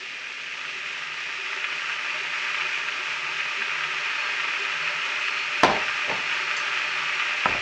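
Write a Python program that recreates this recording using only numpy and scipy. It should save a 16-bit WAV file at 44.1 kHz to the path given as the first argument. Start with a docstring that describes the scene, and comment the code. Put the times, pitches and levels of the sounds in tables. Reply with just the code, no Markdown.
"""In a kitchen, a plastic electric kettle heats water on a stone worktop. Thousands of steam bubbles collapse
on its element and ring the base, the wall and the air above the water: random clicks through resonances make a
growing, grainy hiss. Tones add a murmur, soft gulps, faint singing and one tick of the plastic. Elsewhere
something wooden, perhaps a cupboard door, bangs shut and bumps; a second hard knock, from another object,
follows and settles. These are noise bursts through wood resonances. Faint air noise and a hum lie underneath."""
import sys
import numpy as np
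from scipy import signal
from scipy.fft import rfft, irfft
from scipy.io import wavfile
from scipy.ndimage import uniform_filter1d

SR = 44100
rng = np.random.default_rng(int(sys.argv[2]) if len(sys.argv) > 2 else 0)


def file_out(sig):
    """Save sig as 16-bit WAV at sys.argv[1]."""
    # one column per channel
    cols = np.atleast_2d(sig).T
    # limit, then scale
    lim = np.clip(cols, -1, 1)
    pcm = np.round(lim * 32767).astype(np.int16)
    wavfile.write(sys.argv[1], SR, pcm)


N = 335601
TIME = np.arange(N) / SR

# colour of the air noise in the quiet room: [f/Hz, relative level/dB]
ROOM_COLOUR = [(20, 0.5), (50, -16.5), (100, -14.5), (250, -8), (500, -1.5), (2000, -16.5), (9000, -55.5)]
# modes of the thin tick from the plastic: [f/Hz, relative level/dB, t60/s]
TICK_MODES = [(4560, -3.5, 0.13), (6160, -7, 0.15), (6760, -13, .06), (7290, -11, 0.093)]
# contacts as the wood slams, chatters and bumps, then as another object knocks hard and settles: [t/s, relative
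# level/dB, contact time/ms, rattle t60/s, room share/dB]
KNOCK_CONTACTS = [(5.6333, 12.5, 0.39, .033, -5), (5.6351, 14.5, .36, 0.038, -4),
                  (5.6463, 12.5, 0.4, 0.056, -4), (5.680, 8.5, 0.96, .08, 0.5), (5.698, 6, 1.7, .08, 0),
                  (5.716, 3.5, 1.3, .1, 1.5), (5.742, 1, 1.6, 0.074, 0), (6.078, -3.5, 1.6, .1, 0),
                  (6.098, 1.5, .9, .06, -4), (6.112, 1, 1, 0.095, 0), (6.19, -10, 1.6, 0.1, 2),
                  (7.4575, 8, 1.7, 0.034, -3.5), (7.492, .5, 4, .1, 1), (7.5475, 0, 1.6, .04, -1.5)]
# where a hard edge lands and shakes the room: [t/s, clack gain/dB, ring gain/dB, boom gain/dB]
EDGE_HITS = [(5.635, -6, -23, -15), (5.697, -20, -32, -24), (6.094, -42, -36, -40), (7.4574, 2.5, -34, -13),
             (7.5475, -16, -42, -28)]
# what the wood rings with: [f/Hz, relative level/dB, t60/s]
WOOD_MODES = [(107, -13, .6), (131, -8, .25), (189, -7, 0.28), (221.3, -12, .3), (268, -9, .2),
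              (404, -10, .4), (526, -3, .34), (608, -2, 0.38), (701, -1.5, .3), (791, -5, .3),
              (840, -0.5, 0.3), (881, .5, 0.21), (898, 1.5, 0.21), (1015, -2, .25), (1318, -4, 0.15),
              (1610, -4, .12), (1750, -4, 0.11)]
# overall colour of the wood: [f/Hz, relative level/dB]
WOOD_COLOUR = [(30, -36.5), (70, -21.5), (120, -12.5), (260, -6.5), (370, -4.5), (900, -0.5), (1600, -7),
               (3000, -10), (4800, -9.5), (8000, -18), (11000, -34), (16000, -45)]
# the short clack of a hard edge: [f/Hz, relative level/dB, t60/s]
CLACK_MODES = [(980, -13.5, 0.029), (1316, -15, 0.04), (1400, -1, 0.002), (1750, -22, .015)]
# the kitchen's deepest modes: [f/Hz, relative level/dB, t60/s]
BOOM_MODES = [(40, -24.5, 0.69), (64, -26, .35), (79, -25, .4), (110, -24, 0.6)]
# loose bubbles that gulp softly: [t/s, starting pitch f/Hz, peak level/dB, swell time/s]
GULP_EVENTS = [(.005, 378, -46, 0.012), (.74, 368, -49, .025), (1.38, 392, -45.5, 0.02),
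               (1.49, 393, -47, 0.017), (1.56, 388, -43, .012), (2.14, 610, -42, 0.016),
               (2.19, 403, -48, .025), (2.62, 374, -45, 0.018), (2.99, 369, -46, 0.016),
               (3.55, 388, -44.5, 0.026), (3.59, 224, -48.5, 0.019), (4.585, 394, -40.5, 0.028),
               (4.89, 585, -42, .018)]
# thin singing lines, before the swell below: [f/Hz, grain width/Hz, level/dB]
SINGING_LINES = [(4322, 14, -51), (5160, 40, -62), (5220, 26, -58)]
# how the singing comes and goes: [t/s, gain/dB]
SINGING_SWELL = [(3.6, -30), (4.0, -4), (4.22, 2), (4.55, -4), (4.9, .5), (5.1, -2), (5.28, 3), (5.5, -3),
                 (5.85, 1), (6.05, -2), (6.25, 3), (6.55, -1), (7.6, -2)]
# murmur in the hollow above the water: [f/Hz, width/Hz, level at full heat/dB]
SIMMER_TONES = [(153.1, 14, -61), (372.4, 18, -59), (400, 20, -59)]
# heating makes the hiss climb, quickly at first: [t/s, level against full level/dB]
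HEATING = [(0, -8.3), (.38, -8.3), (.62, -5.5), (.82, -5.5), (1.3, -5), (1.55, -3.5), (2.05, -2.5),
           (2.55, -1.9), (3.1, -2), (3.75, -2), (4.5, -1), (5.5, -1), (5.95, -0.34), (6.3, -0.5), (6.9, 0),
           (7.6, -0.1)]
# colour of the collapses through the water and the wall: [f/Hz, relative level/dB]
FIZZ_COLOUR = [(60, -58), (130, -27), (240, -28.5), (340, -19.5), (500, -21), (700, -19.5), (900, -12),
               (1090, -9.5), (1180, -3.5), (2700, -1), (3150, -8), (4000, -12.5), (6300, -21), (8200, -34),
               (9200, -49.5), (10000, -73.5), (12000, -90.5)]
# resonances of the air above the water, then of base and wall: [f/Hz, width/Hz, lift or dip/dB]
KETTLE_RESONANCES = [(153.3, 14, 7.5), (385, 81, 3), (488, 20, -5), (603.7, 31, 11.5), (673, 37, -3.5),
                     (917, 21, 3.5), (1108, 22, -9.5), (1206, 130, 2.5), (1490, 37, -4.5), (1594, 70, 2.7),
                     (2190, 16, 2.5), (2230, 20, 1.5), (2433, 28, 2.5), (2487, 60, 6), (2690, 80, 1),
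                     (2850, 50, -5), (2944, 73, 3), (3310, 51, 2.5), (3870, 260, -1.5), (4480, 66, -0.5),
                     (5020, 99, -1.5), (5640, 120, 2.5)]
# single big collapses: [t/s, relative level/dB]
POP_EVENTS = [(.652, -21), (1.531, -18), (1.6428, -14.5), (1.8966, -16.5), (2.3359, -17), (2.545, -16),
              (2.61, -15), (2.886, -17.5), (3.619, -15), (3.808, -16.5), (3.8366, -15.5), (4.3993, -15),
              (4.536, -15.5), (4.8753, -16), (5.283, -14), (5.882, -14.5), (6.512, -14.5), (6.7733, -13.5),
              (7.1975, -12.5)]


def undb(db):
    """Turn decibels into gain."""
    return 10 ** (np.asarray(db) / 20)


def unit(x):
    """Scale to rms 1."""
    return x / np.sqrt(np.mean(x ** 2))


def burst(x):
    """Scale to energy 1."""
    return x / np.sqrt(np.sum(x ** 2))


def fade(t, t60):
    """Exponential decay, 60 dB down after t60 seconds."""
    return np.exp(-np.log(1000) * t / t60)


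def add(out, s, sound):
    """Mix a sound in from time s on."""
    start = max(int(s * SR), 0)
    out[start:start + len(sound)] += sound[:max(N - start, 0)]


def ring(x, response):
    """Let a signal excite whatever has this impulse response."""
    return signal.fftconvolve(x, response)[:len(x)]


def low_pass(x, hz, order=2):
    """Keep what lies below hz."""
    return signal.sosfilt(signal.butter(order, hz, fs=SR, output="sos"), x)


def band(x, lo_hz, hi_hz, order=3):
    """Keep what lies between two frequencies."""
    edges = [lo_hz, min(hi_hz, SR / 2 - 1)]
    return signal.sosfilt(signal.butter(order, edges, "bandpass", fs=SR, output="sos"), x)


def body(colour, resonances=(), size=16384):
    """Response of an object with a broad colour and resonances; it sounds only after being hit."""
    hz = np.fft.rfftfreq(size, 1 / SR)
    points, dbs = np.transpose(colour)
    db = np.interp(np.log(hz + 1), np.log(points), dbs)
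    for centre, width, lift_db in resonances:
        db = db + lift_db / (1 + (2 * (hz - centre) / width) ** 2)
    # folding the cepstrum forward gives minimum phase: the energy comes as early as possible
    cepstrum = irfft(np.log(undb(db)))
    cepstrum[1:size // 2] *= 2
    cepstrum[size // 2 + 1:] = 0
    response = irfft(np.exp(rfft(cepstrum)))
    return burst(response[:size // 2])


def struck(modes):
    """One second of decaying sines, as from a struck object."""
    t = TIME[:SR]
    return sum(undb(db) * np.sin(2 * np.pi * hz * t) * fade(t, t60) for hz, db, t60 in modes)


def walk(rate):
    """Random levels held for 1 / rate s, then smoothed twice and scaled to rms 1."""
    hold = int(SR / rate)
    steps = np.repeat(rng.standard_normal(N // hold + 2), hold)
    smooth = uniform_filter1d(uniform_filter1d(steps, hold), hold)
    return unit(smooth[:N])


def scatter(t60):
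    """Dense random reflections that die away, energy 1."""
    return burst(rng.standard_normal(SR) * fade(TIME[:SR], t60))


def kitchen(build_s=0.0035, split_hz=1500, bass_hz=330):
    """The room's echo builds up in a few ms and dies away, the bass lasting longest."""
    bass = low_pass(scatter(t60=0.47), bass_hz)
    middle = band(scatter(t60=0.41), bass_hz, split_hz, order=2)
    treble = band(scatter(t60=0.41), split_hz, SR / 2, order=2)
    return burst((bass + middle + treble) * (1 - np.exp(-TIME[:SR] / build_s)))


def room_tone(air_db=-54.5, hum_hz=261, hum_db=-65.5):
    """Faint coloured air noise and a steady pitch whose level wavers slightly."""
    air = unit(ring(rng.standard_normal(N), body(ROOM_COLOUR)))
    hum = np.sin(2 * np.pi * hum_hz * TIME) * undb(hum_db + 1.5 * walk(5.1))
    return undb(air_db) * air + hum


def blow(contact_ms, rattle_t60, room_db, push_db=-6, rattle_top_hz=5200, soft_ratio=6):
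    """A short push, a rattle of the wood and the room's answer; the longer the contact, the duller."""
    sound = low_pass(scatter(rattle_t60) + undb(room_db) * kitchen(), rattle_top_hz)
    sound[0] += undb(push_db)
    contact_hz = 1000 / contact_ms
    return low_pass(low_pass(sound, contact_hz, order=1), soft_ratio * contact_hz)


def knocks(boom_rise_s=0.041, lift_db=5.0, panel_rise_s=0.0015, echo_db=-19):
    """Each contact rattles the wood; a hard edge adds a clack, rings the panel and makes the room boom."""
    blows, clacks, tones = np.zeros((3, N))
    boom = struck(BOOM_MODES) * (1 - np.exp(-TIME[:SR] / boom_rise_s))
    clack = band(struck(CLACK_MODES), lo_hz=880, hi_hz=2700, order=2)
    panel = struck(WOOD_MODES) * (1 - np.exp(-TIME[:SR] / panel_rise_s))
    for at, db, contact_ms, t60, room_db in KNOCK_CONTACTS:
        add(blows, at, undb(db) * blow(contact_ms, t60, room_db))
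    for at, clack_db, ring_db, boom_db in EDGE_HITS:
        add(clacks, at, undb(clack_db) * clack)
        add(tones, at, undb(ring_db) * panel + undb(boom_db) * boom)
    # a mode that rings longer has a narrower resonance
    resonances = [(hz, np.log(1000) / (np.pi * t60), lift_db) for hz, _, t60 in WOOD_MODES]
    wood = ring(blows, body(WOOD_COLOUR, resonances, size=32768))
    return wood + clacks + undb(echo_db) * ring(clacks, kitchen()) + tones


def tick(at_s=6.567, ring_db=-30, rise_s=0.002, snap_db=-27, snap_t60=0.061, echo_db=-8):
    """The warming plastic slips once: a small noise snap and a brief ring of its modes."""
    out = np.zeros(N)
    add(out, at_s, undb(ring_db) * struck(TICK_MODES) * (1 - np.exp(-TIME[:SR] / rise_s)))
    snap = band(rng.standard_normal(SR) * fade(TIME[:SR], snap_t60), lo_hz=3900, hi_hz=7400, order=8)
    add(out, at_s, undb(snap_db) * snap)
    return out + undb(echo_db) * ring(out, kitchen())


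def gulps(glide_per_s=0.3):
    """Each loose bubble swells into a short, soft tone that rises a little as it climbs."""
    out, t = np.zeros(N), TIME[:SR // 3]
    for at, hz, db, swell_s in GULP_EVENTS:
        phase = 2 * np.pi * hz * (t + glide_per_s * t ** 2 / 2)
        swell = t / swell_s * np.exp(1 - t / swell_s)
        add(out, at, undb(db) * swell * np.sin(phase))
    return out


def singing(waver_hz=20, flicker_db=1.2, rough=0.7):
    """The hot kettle sings: thin lines, wavering in pitch and level, follow the swell table."""
    out = np.zeros(N)
    for hz, width_hz, db in SINGING_LINES:
        phase = 2 * np.pi * np.cumsum(hz + waver_hz * walk(30)) / SR
        grain = 1 + rough * unit(low_pass(rng.standard_normal(N), width_hz / 2))
        out += undb(db) * unit(grain * np.sin(phase) * undb(flicker_db * walk(8)))
    return out * undb(np.interp(TIME, *np.transpose(SINGING_SWELL)))


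def simmer(patchy_db=3.5, patch_per_s=6.5, growth=0.85):
    """Stirring water sets the hollow murmuring in patches; it grows a little less than the hiss."""
    out = np.zeros(N)
    for hz, width_hz, db in SIMMER_TONES:
        tone = band(rng.standard_normal(N), hz - width_hz / 2, hz + width_hz / 2, order=2)
        out += undb(db) * unit(unit(tone) * undb(patchy_db * walk(patch_per_s)))
    return out * undb(growth * np.interp(TIME, *np.transpose(HEATING)))


def pops(lo_hz=1000, hi_hz=3200, slosh_t60=0.05, slosh_db=2, strike_db=7.6):
    """A single big collapse is a click and its echoes inside the water."""
    out = np.zeros(N)
    for at, db in POP_EVENTS:
        pop = undb(slosh_db) * scatter(slosh_t60)
        pop[0] += 1
        add(out, at, undb(db) * burst(band(pop, lo_hz, hi_hz, order=2)))
    return undb(strike_db) * out


def collapses(rate, spread_db, slosh_t60, slosh_db, spots=20):
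    """Clicks of uneven size from several spots on the element, each spot with its own water echoes."""
    out = np.zeros(N)
    for _ in range(spots):
        strikes = rng.random(N) < rate / spots / SR
        size = undb(spread_db * np.minimum(rng.exponential(size=N), 3.5))
        path = undb(slosh_db) * scatter(slosh_t60)
        path[0] += 1  # the direct click
        out += ring(strikes * size * rng.choice([-1, 1], N), path)
    # more clicks make denser grain; their growing level is evened out here
    return unit(out / np.sqrt(rate))


def kettle(big_hz=1550, fine_hz=3100, drive_db=-27.5, flutter_db=0.31, echo_db=-9.5):
    """The hotter the water, the more bubbles collapse and the more big ones count; a few pop out."""
    cool_db = np.interp(TIME, *np.transpose(HEATING))  # level against full heat
    activity = undb(cool_db)
    # collapses per second at full heat: few big low ones, so many fine ones that they merge into fizz
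    big = collapses(2000 * activity, spread_db=2.5, slosh_t60=0.025, slosh_db=1.5)
    medium = collapses(3800 * activity, spread_db=3.5, slosh_t60=0.03, slosh_db=-3.0)
    fine = collapses(14000 * activity, spread_db=1.5, slosh_t60=0.014, slosh_db=2)
    # big bubbles come late and the finest early, in dB per dB of heating
    big = band(big, 23, big_hz) * undb(2.5 + 0.55 * cool_db + 0.7 * walk(30))
    medium = band(medium, big_hz, fine_hz) * undb(0.5 * walk(35))
    fine = band(fine, fine_hz, 19000) * undb(-0.3 * cool_db)
    crowd = (big + medium + fine) * undb(drive_db + cool_db + flutter_db * walk(22))
    hiss = ring(crowd + pops(), body(FIZZ_COLOUR, KETTLE_RESONANCES))
    return hiss + undb(echo_db) * ring(hiss, kitchen())


def scene():
    """Room, wood and kettle together, in one channel."""
    background = room_tone() + knocks()
    heating_water = tick() + gulps() + singing() + simmer() + kettle()
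    return (background + heating_water)[None]


def record(dry, bass_hz=33, top_hz=15800):
    """The microphone drops the deepest bass, rounds the loudest peaks and cuts the top."""
    no_rumble = signal.sosfilt(signal.butter(4, bass_hz, "highpass", fs=SR, output="sos"), dry)
    rounded = np.tanh(no_rumble)
    return signal.sosfilt(signal.ellip(8, 0.2, 70, top_hz, fs=SR, output="sos"), rounded)


dry = scene()
out = record(dry)
file_out(out)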